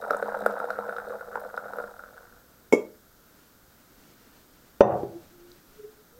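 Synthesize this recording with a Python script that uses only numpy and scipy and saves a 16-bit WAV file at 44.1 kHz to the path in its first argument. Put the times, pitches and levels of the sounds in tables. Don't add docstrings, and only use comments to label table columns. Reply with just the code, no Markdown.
import sys
import numpy as np
from scipy import signal
from scipy.fft import rfft, irfft, next_fast_len
from scipy.io import wavfile
from scipy.ndimage import uniform_filter1d, minimum_filter1d, map_coordinates

SR = 44100
rng = np.random.default_rng(int(sys.argv[2]) if len(sys.argv) > 2 else 0)


def transcribe(signal):
    frames = np.atleast_2d(signal).T
    limited = np.clip(frames, -1, 1)
    pcm = np.round(limited * 32767).astype(np.int16)
    wavfile.write(sys.argv[1], SR, pcm)


N = 272979

# [f/Hz, level/dB per Hz]
AIR_SPECTRUM = [(20, -13), (60, -6), (130, -7.5), (260, -6.5), (450, -11), (800, -15.5), (1100, -17),
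                (1400, -10.5), (1900, -20.5), (2600, -27.5), (3800, -22.5), (6000, -22.5), (8500, -24.5),
                (11500, -26.5), (16000, -34.5)]
# [f/Hz, level/dB per Hz]
RUMBLE_SPECTRUM = [(20, -9), (38, -8), (70, -11.5), (150, -58.5), (400, -100)]
# [t/s of the peak, width/s (standard deviation), level/dB]
ARM_MOVES = [(2.4, .3, -68), (3.378, 0.12, -61), (4.25, .4, -60), (5.145, 0.33, -62), (5.733, 0.24, -61.5)]
# [f/Hz, level/dB per Hz]
CLOTH_SPECTRUM = [(60, -2.5), (130, 10.5), (300, 13), (700, 2.5), (2500, -1.5), (6500, -5.5),
                  (11000, -14.5), (15000, -12)]
# [t/s, level/dB]
STREAM_FLOW = [(0, -36), (0.3, -34), (0.56, -36.5), (0.76, -39.1), (0.86, -40), (1.02, -45), (1.07, -37),
               (1.14, -37.5), (1.19, -48), (1.3, -44.5), (1.42, -41), (1.5, -46.5), (1.64, -44.5),
               (1.71, -44), (1.83, -41.5), (1.93, -51.5), (2.18, -57)]
# [t/s, low mode level/dB, high mode level/dB, low mode f/Hz]
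LARGE_POCKETS = [(0.1061, -18, -13, 580), (0.1128, -20, -33, 603), (.1328, -26, -22, 606),
                 (.145, -21, -22.5, 580), (0.225, -18, -21, 580), (.3473, -22, -26.5, 770),
                 (0.4612, -11, -12, 604), (0.4952, -24, -47, 543), (0.6008, -27, -21.5, 570),
                 (0.6414, -22.5, -33, 626), (0.7031, -25, -19, 635), (.787, -20.5, -25, 620),
                 (0.8884, -24.5, -36, 576), (.893, -38, -23.5, 625), (0.9245, -28.5, -27.5, 590),
                 (0.964, -35, -26.5, 560), (0.983, -28.5, -23.5, 694), (0.9997, -52, -29, 660),
                 (1.2091, -38.5, -30.5, 550), (1.329, -43, -35, 605), (1.355, -19.5, -22.5, 875),
                 (1.3735, -24, -36, 910), (1.5404, -31, -32.5, 626), (1.5758, -30.5, -20, 560),
                 (1.6822, -43, -40, 690), (1.7339, -33, -27.5, 720), (1.7845, -25.5, -26, 483),
                 (1.8007, -28.5, -28, 516), (1.839, -31, -31, 497), (1.993, -57, -32, 690),
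                 (2.0362, -41.5, -33.5, 603), (2.178, -55, -38.5, 550)]
# [f/Hz, level/dB per Hz]
FIZZ_SPECTRUM = [(1800, -20.5), (2900, -23), (3800, 10), (4400, -3), (5000, 1.5), (6500, -9), (8500, 1.5),
                 (9400, 0.5), (11000, -12), (13000, 2.5), (15500, -13.5)]
# [f/Hz, width/Hz, level/dB]
HOLLOW_MODES = [(210, 11, 7.5), (285.5, 40, -5), (479.9, 13, 0.5), (508.5, 13, 1.5)]
# [t/s, level/dB, f/Hz]
TICKS = [(0.1062, -30, 4900), (0.168, -32.5, 8600), (0.255, -53, 4000), (0.4604, -26, 13700),
         (0.4612, -29, 8600), (0.7033, -37.5, 4500), (0.9647, -40, 3720), (1.4027, -38, 13200),
         (1.7662, -37, 12800), (5.5164, -41, 4500)]
# [t/s, push level/dB, metal level/dB]
WALL_POPS = [(2.7252, -8, -5.5), (2.7345, -1.5, -14.5)]
# [f/Hz, level/dB, t60/s]
CAN_MODES = [(265, -9, .07), (608, -22, .28), (1180, -33, .25), (2200, -12.5, .105), (2616, -36, .1),
             (2724, -46, .22), (3262, -34, .1), (3704, -43, .08), (4950, -41, .07), (6121, -41, .12),
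             (7036, -40, .13), (7250, -41, .12), (9313, -42, .15), (9630, -42, .1), (14430, -45, .08)]
# [f/Hz, level/dB per Hz]
SNAP_SPECTRUM = [(100, -13.5), (250, 14.5), (650, 6), (1000, 10.5), (1600, -8.5), (2400, -8.5), (4300, -24),
                 (5500, -6), (7500, -5.5), (8500, -21.5), (15000, -21)]
# [t/s, peak level/dB, crack level/dB against the thud]
CONTACTS = [(4.808, 11.5, 2), (4.8132, 5.5, -9), (4.8183, 3.5, -19.5), (5.033, -30.5, -10)]
# [f/Hz, level/dB per Hz]
CRACK_SPECTRUM = [(60, -24.5), (200, -9), (550, 3.5), (1000, -2), (1500, -12), (2000, -18.5), (3000, -26.5),
                  (4500, -38.5), (6000, -35.5), (9000, -57.5), (16000, -52)]
# [f/Hz, level/dB, t60/s]
TABLE_MODES = [(212, -24, 0.45), (330, -24, 0.39), (388, -21, 0.37), (482, -33, 0.51), (558, -15.5, 0.15),
               (612, -27.5, 0.4), (727, -18, 0.47), (807.6, -19.5, 0.46), (915, -29, .45),
               (1017, -21.5, 0.24), (1143, -33, .4), (1475, -37.5, 0.39), (1841, -31, 0.22),
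               (2650, -41, 0.17), (3580, -35, 0.11), (6000, -33, 0.07)]
# [f/Hz, level/dB per Hz]
RATTLE_SPECTRUM = [(41, -54.5), (70, -18.5), (118, -8), (166, -10.5), (200, -13.5), (285, -19.5),
                   (327, -13), (552, 1.5), (843, -7), (902, -13.5), (4000, -57.5), (5200, -82.5),
                   (8800, -120)]
# [f/Hz, level/dB per Hz]
CHATTER_SPECTRUM = [(300, -19), (700, 13), (1200, 5.5), (1600, -9), (1900, -7), (2250, -26.5),
                    (2700, -15.5), (3400, -36), (5000, -46), (12000, -65.5)]
# [t/s of the peak, width/s (standard deviation), f/Hz at the peak, glide/Hz per s, level/dB]
SOFT_TONES = [(5.135, 0.049, 337, -82, -41), (5.426, 0.053, 349.4, -4, -47),
              (5.854, 0.039, 423.6, 86, -44.5), (5.993, .02, 424, 0, -57.5),
              (6.175, 0.027, 496, 701.5, -53.5)]
# [f/Hz, t60/s]
ROOM_DECAY = [(100, .5), (400, 0.34), (1500, 0.25), (5000, 0.25), (14000, 0.18)]
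# [f/Hz, width/Hz, level/dB]
ROOM_MODES = [(89, 5, 4), (120, 6, 3), (203.9, 5, 2.5), (282, 35, -8.5), (405, 6.8, -7.5), (430, 6, -4.5),
              (477, 15, -0.5), (570, 9, -8.5), (620, 3.3, -11)]

POCKET_HZ, POCKET_SPREAD = 1392, 0.028
GLASS_AIR_HZ = 507
SPLASH_DB = -27
DRIBBLE_PER_S, DRIBBLE_SPREAD = 45, 0.2
DRIBBLE_DB, DRIBBLE_SCATTER_DB = 4, 1.5
FULL_FLOW_DB, HIGH_FOLLOWS = -38, 0.62
STOP_S, DRAIN_DB_PER_S = 2.2, 44
ROCK_DB, ROCK_RISE_S = -28, 0.012
ROCK_HOLD_S, ROCK_FADE_DB_PER_S = 0.077, 217
LEAD = 64
TOP_HZ = 15900


def amp(db):
    return 10 ** (np.asarray(db) / 20)


def unit(x):
    return x / np.sqrt(np.mean(x ** 2) + 1e-20)


def along(points, hz):
    f, values = np.transpose(points)
    return np.interp(np.log(hz + 1), np.log(f + 1), values)


def wobble(rate):
    knots = rng.standard_normal(int(N * rate / SR) + 4)
    return map_coordinates(knots, [np.arange(N) * rate / SR])


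def filtered(x, response):
    size = next_fast_len(len(x) + SR // 2)
    hz = np.fft.rfftfreq(size, 1 / SR)
    return irfft(rfft(x, size) * response(hz), size)[:len(x)]


def noise(spectrum, size=N):
    return unit(filtered(rng.standard_normal(size), lambda hz: amp(along(spectrum, hz))))


def high_pass(x, hz, order):
    return signal.sosfilt(signal.butter(order, hz, "high", fs=SR, output="sos"), x)


def resonate(x, modes):
    def response(f):
        total = 0
        for centre, width, db in modes:
            damping = 1j * f * width
            total = total + amp(db) * damping / (centre ** 2 - f ** 2 + damping)
        return total
    return filtered(x, response)


def add(track, s, sound):
    room_left = track[max(round(s * SR), 0):][:len(sound)]
    room_left += sound[:len(room_left)]


def swelling(s, width_s):
    return np.exp(-0.5 * ((np.arange(N) / SR - s) / width_s) ** 2)


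def blip(t, hz, swell):
    envelope = t / swell * np.exp(1 - t / swell)
    return np.sin(2 * np.pi * hz * t) * envelope


def burst(spectrum, t60):
    t = np.arange(SR // 8) / SR
    puff = rng.standard_normal(len(t)) * amp(-60 * t / t60)
    return filtered(np.pad(puff, (LEAD, 0)), lambda hz: unit(amp(along(spectrum, hz))))


def ring(t, modes):
    out = np.zeros(len(t))
    for hz, db, t60 in modes:
        out += rng.choice([-1, 1]) * amp(db - 60 * t / t60) * np.sin(2 * np.pi * hz * t)
    return out


def dying(x, decay):
    hz, t, cells = signal.stft(x, SR, nperseg=256)
    faded = cells * amp(-60 * t / along(decay, hz)[:, None])
    return signal.istft(faded, SR, nperseg=256)[1][:len(x)]


def room_noise():
    air = amp(-59.5) * noise(AIR_SPECTRUM)
    lumps = amp(9 * np.tanh(wobble(14)))
    rumble = amp(-68.5) * unit(noise(RUMBLE_SPECTRUM) * lumps)
    hiss = amp(-63.0) * noise([(11900, -64.5), (12300, 6.5), (15800, 1.5)])
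    return air + rumble + hiss


def shirt():
    power = sum((amp(db) * swelling(s, width_s)) ** 2 for s, width_s, db in ARM_MOVES)
    return np.sqrt(power) * noise(CLOTH_SPECTRUM) * amp(2 * wobble(25))


def pocket(low, high, low_hz, high_hz, air_db=-4, low_swell=0.00113, high_swell=0.0014):
    t = np.arange(SR // 25) / SR
    low_mode = amp(low) * blip(t, low_hz, low_swell)
    high_mode = amp(high) * blip(t, high_hz, high_swell)
    glass_air = amp(low + air_db) * blip(t, GLASS_AIR_HZ, low_swell)
    return low_mode + high_mode + glass_air


def dribble(low_db, high_db, hz=620, low_offset_db=-4, count=120):
    out = np.zeros(N)
    times = np.cumsum(rng.uniform(0.4, 1.6, count)) / DRIBBLE_PER_S
    for s, (low, high, low_pitch, high_pitch) in zip(times, rng.standard_normal((count, 4))):
        i = min(int(s * SR), N - 1)
        low_level = low_db[i] + low_offset_db + DRIBBLE_SCATTER_DB * np.tanh(low)
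        high_level = high_db[i] + DRIBBLE_SCATTER_DB * np.tanh(high)
        low_hz = hz * np.exp(DRIBBLE_SPREAD * low_pitch)
        high_hz = POCKET_HZ * np.exp(POCKET_SPREAD * high_pitch)
        add(out, s, pocket(low_level, high_level, low_hz, high_hz))
    return amp(DRIBBLE_DB) * out


def swarm(hz, spread, swell, scatter_db, count):
    out, t = np.zeros(N), np.arange(SR // 40) / SR
    times = rng.random(count) * N / SR
    for s, (pitch, size) in zip(times, rng.standard_normal((count, 2))):
        add(out, s, amp(scatter_db * np.tanh(size)) * blip(t, hz * np.exp(spread * pitch), swell))
    return unit(out)


def plops(low_db=-2, high_db=0.0):
    out, t = np.zeros(N), np.arange(SR // 25) / SR
    for s, low, high, low_hz in LARGE_POCKETS:
        high_hz = POCKET_HZ * np.exp(POCKET_SPREAD * rng.standard_normal())
        splash_shape = (t / 0.001) * amp(-60 * t / 0.011)
        spray = amp(high + SPLASH_DB) * noise(FIZZ_SPECTRUM, size=len(t)) * splash_shape
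        add(out, s + 0.0005, pocket(low + low_db, high + high_db, low_hz, high_hz) + spray)
    return out


def pour(cut_hz=465, treble_db=-1.5):
    t = np.arange(N) / SR
    flow_s, flow_levels = np.transpose(STREAM_FLOW)
    flow_db = np.interp(t, flow_s, flow_levels)
    stop_db = -DRAIN_DB_PER_S * np.maximum(t - STOP_S, 0)
    low_db = flow_db + stop_db
    high_db = FULL_FLOW_DB + treble_db + HIGH_FOLLOWS * (flow_db - FULL_FLOW_DB) + stop_db
    low = amp(low_db - 3) * swarm(hz=642, spread=0.27, swell=0.0012, scatter_db=6, count=1300)
    high = amp(high_db - 8) * swarm(hz=1430, spread=0.053, swell=0.00093, scatter_db=5.5, count=700)
    bubbles = plops() + dribble(low_db, high_db) + low + high
    crackle = amp(7.1 * wobble(500))
    fizz = amp(high_db - 25) * unit(noise(FIZZ_SPECTRUM) * crackle)
    return high_pass(bubbles, cut_hz, order=4) - resonate(bubbles, HOLLOW_MODES) + fizz


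def spits():
    out = np.zeros(N)
    for s, db, hz in TICKS:
        peak = [(hz / 2, -28), (hz, 0), (hz * 2, -34)]
        add(out, s + 0.001 - LEAD / SR, amp(db - 7.0) * burst(peak, t60=0.012))
    return out


def can_pop(push_hz=415, swell=0.0013, ring_db=-5):
    out, t = np.zeros(N), np.arange(SR // 2) / SR
    soft_start = 1 - np.exp(-t / 0.00041)
    add(out, WALL_POPS[0][0], amp(ring_db) * ring(t, CAN_MODES) * soft_start)
    for s, push_db, metal_db in WALL_POPS:
        add(out, s, amp(push_db) * blip(t, push_hz, swell))
        add(out, s - LEAD / SR, amp(metal_db - 17.0) * burst(SNAP_SPECTRUM, t60=0.07))
    return high_pass(out, 210, order=3)


def knock(thud_hz=530, swell=0.0013):
    out, t = np.zeros(N), np.arange(SR) / SR
    landing_s, settling_s = CONTACTS[0][0], CONTACTS[-1][0]
    for s, db, crack_db in CONTACTS:
        contact = amp(crack_db) * burst(CRACK_SPECTRUM, t60=0.02)
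        add(contact, LEAD / SR, blip(t, thud_hz, swell))
        add(out, s - LEAD / SR, amp(db) * contact / np.abs(contact).max())
    dense_decay = [(120, 0.82), (600, 0.5), (1500, 0.53), (3000, 0.27)]  # (Hz, t60 in s)
    dense = dying(noise(RATTLE_SPECTRUM, size=len(t)), dense_decay)
    soft_start = 1 - np.exp(-t / 0.0028)
    add(out, landing_s, (amp(3) * ring(t, TABLE_MODES) + amp(-14.5) * dense) * soft_start)
    add(out, settling_s, amp(-30.0) * ring(t, [(358, 6.0, 0.079), (401, 0, 0.25)]))
    since = np.arange(N) / SR - landing_s
    fade_db = ROCK_FADE_DB_PER_S * np.maximum(since - ROCK_HOLD_S, 0)
    rocking = np.clip(since / ROCK_RISE_S, 0, 1) * amp(ROCK_DB - fade_db)
    chatter = rocking * unit(noise(CHATTER_SPECTRUM) * amp(4 * wobble(220)))
    return high_pass(out + chatter, 70, order=2)


def soft_tones(waver=0.95, flutter_db=4.5):
    out, t = np.zeros(N), np.arange(N) / SR
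    for s, width_s, hz, glide, db in SOFT_TONES:
        since = t - s
        phase = 2 * np.pi * (hz * since + glide * since ** 2 / 2) + waver * wobble(24)
        out += swelling(s, width_s) * amp(db + flutter_db * wobble(60)) * np.sin(phase)
    return out


def room(x, gap=0.005):
    wet = np.zeros(N)
    for start in range(0, N, SR // 4):
        tail = dying(rng.standard_normal(SR // 2), ROOM_DECAY)
        tail /= np.linalg.norm(tail)
        add(wet, start / SR + gap, signal.fftconvolve(x[start:start + SR // 4], tail))
    return wet


def scene():
    background = room_noise() + shirt()
    drink = pour() + spits()
    pop = can_pop()
    table = knock()
    to_walls = amp(-10) * drink + amp(-9.0) * pop + amp(-16.5) * table
    walls = high_pass(room(to_walls), 330, order=2)
    boom = resonate(drink + pop + amp(-7) * table, ROOM_MODES)
    return (drink + pop + table + walls + boom + soft_tones() + background)[None]


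def record(dry, ceiling_db=1, release_db=80):
    x = dry[0]
    recovery = release_db * np.arange(N) / SR
    excess = np.maximum(20 * np.log10(np.abs(x) + 1e-9) - ceiling_db, 0)
    gain_db = recovery - np.maximum.accumulate(excess + recovery)
    smooth_db = uniform_filter1d(minimum_filter1d(gain_db, size=44), size=44)
    x = x * amp(smooth_db)
    clipped = x / (1 + x ** 8) ** (1 / 8)
    return filtered(clipped, lambda hz: hz < TOP_HZ)[None]


dry = scene()
out = record(dry)
transcribe(out)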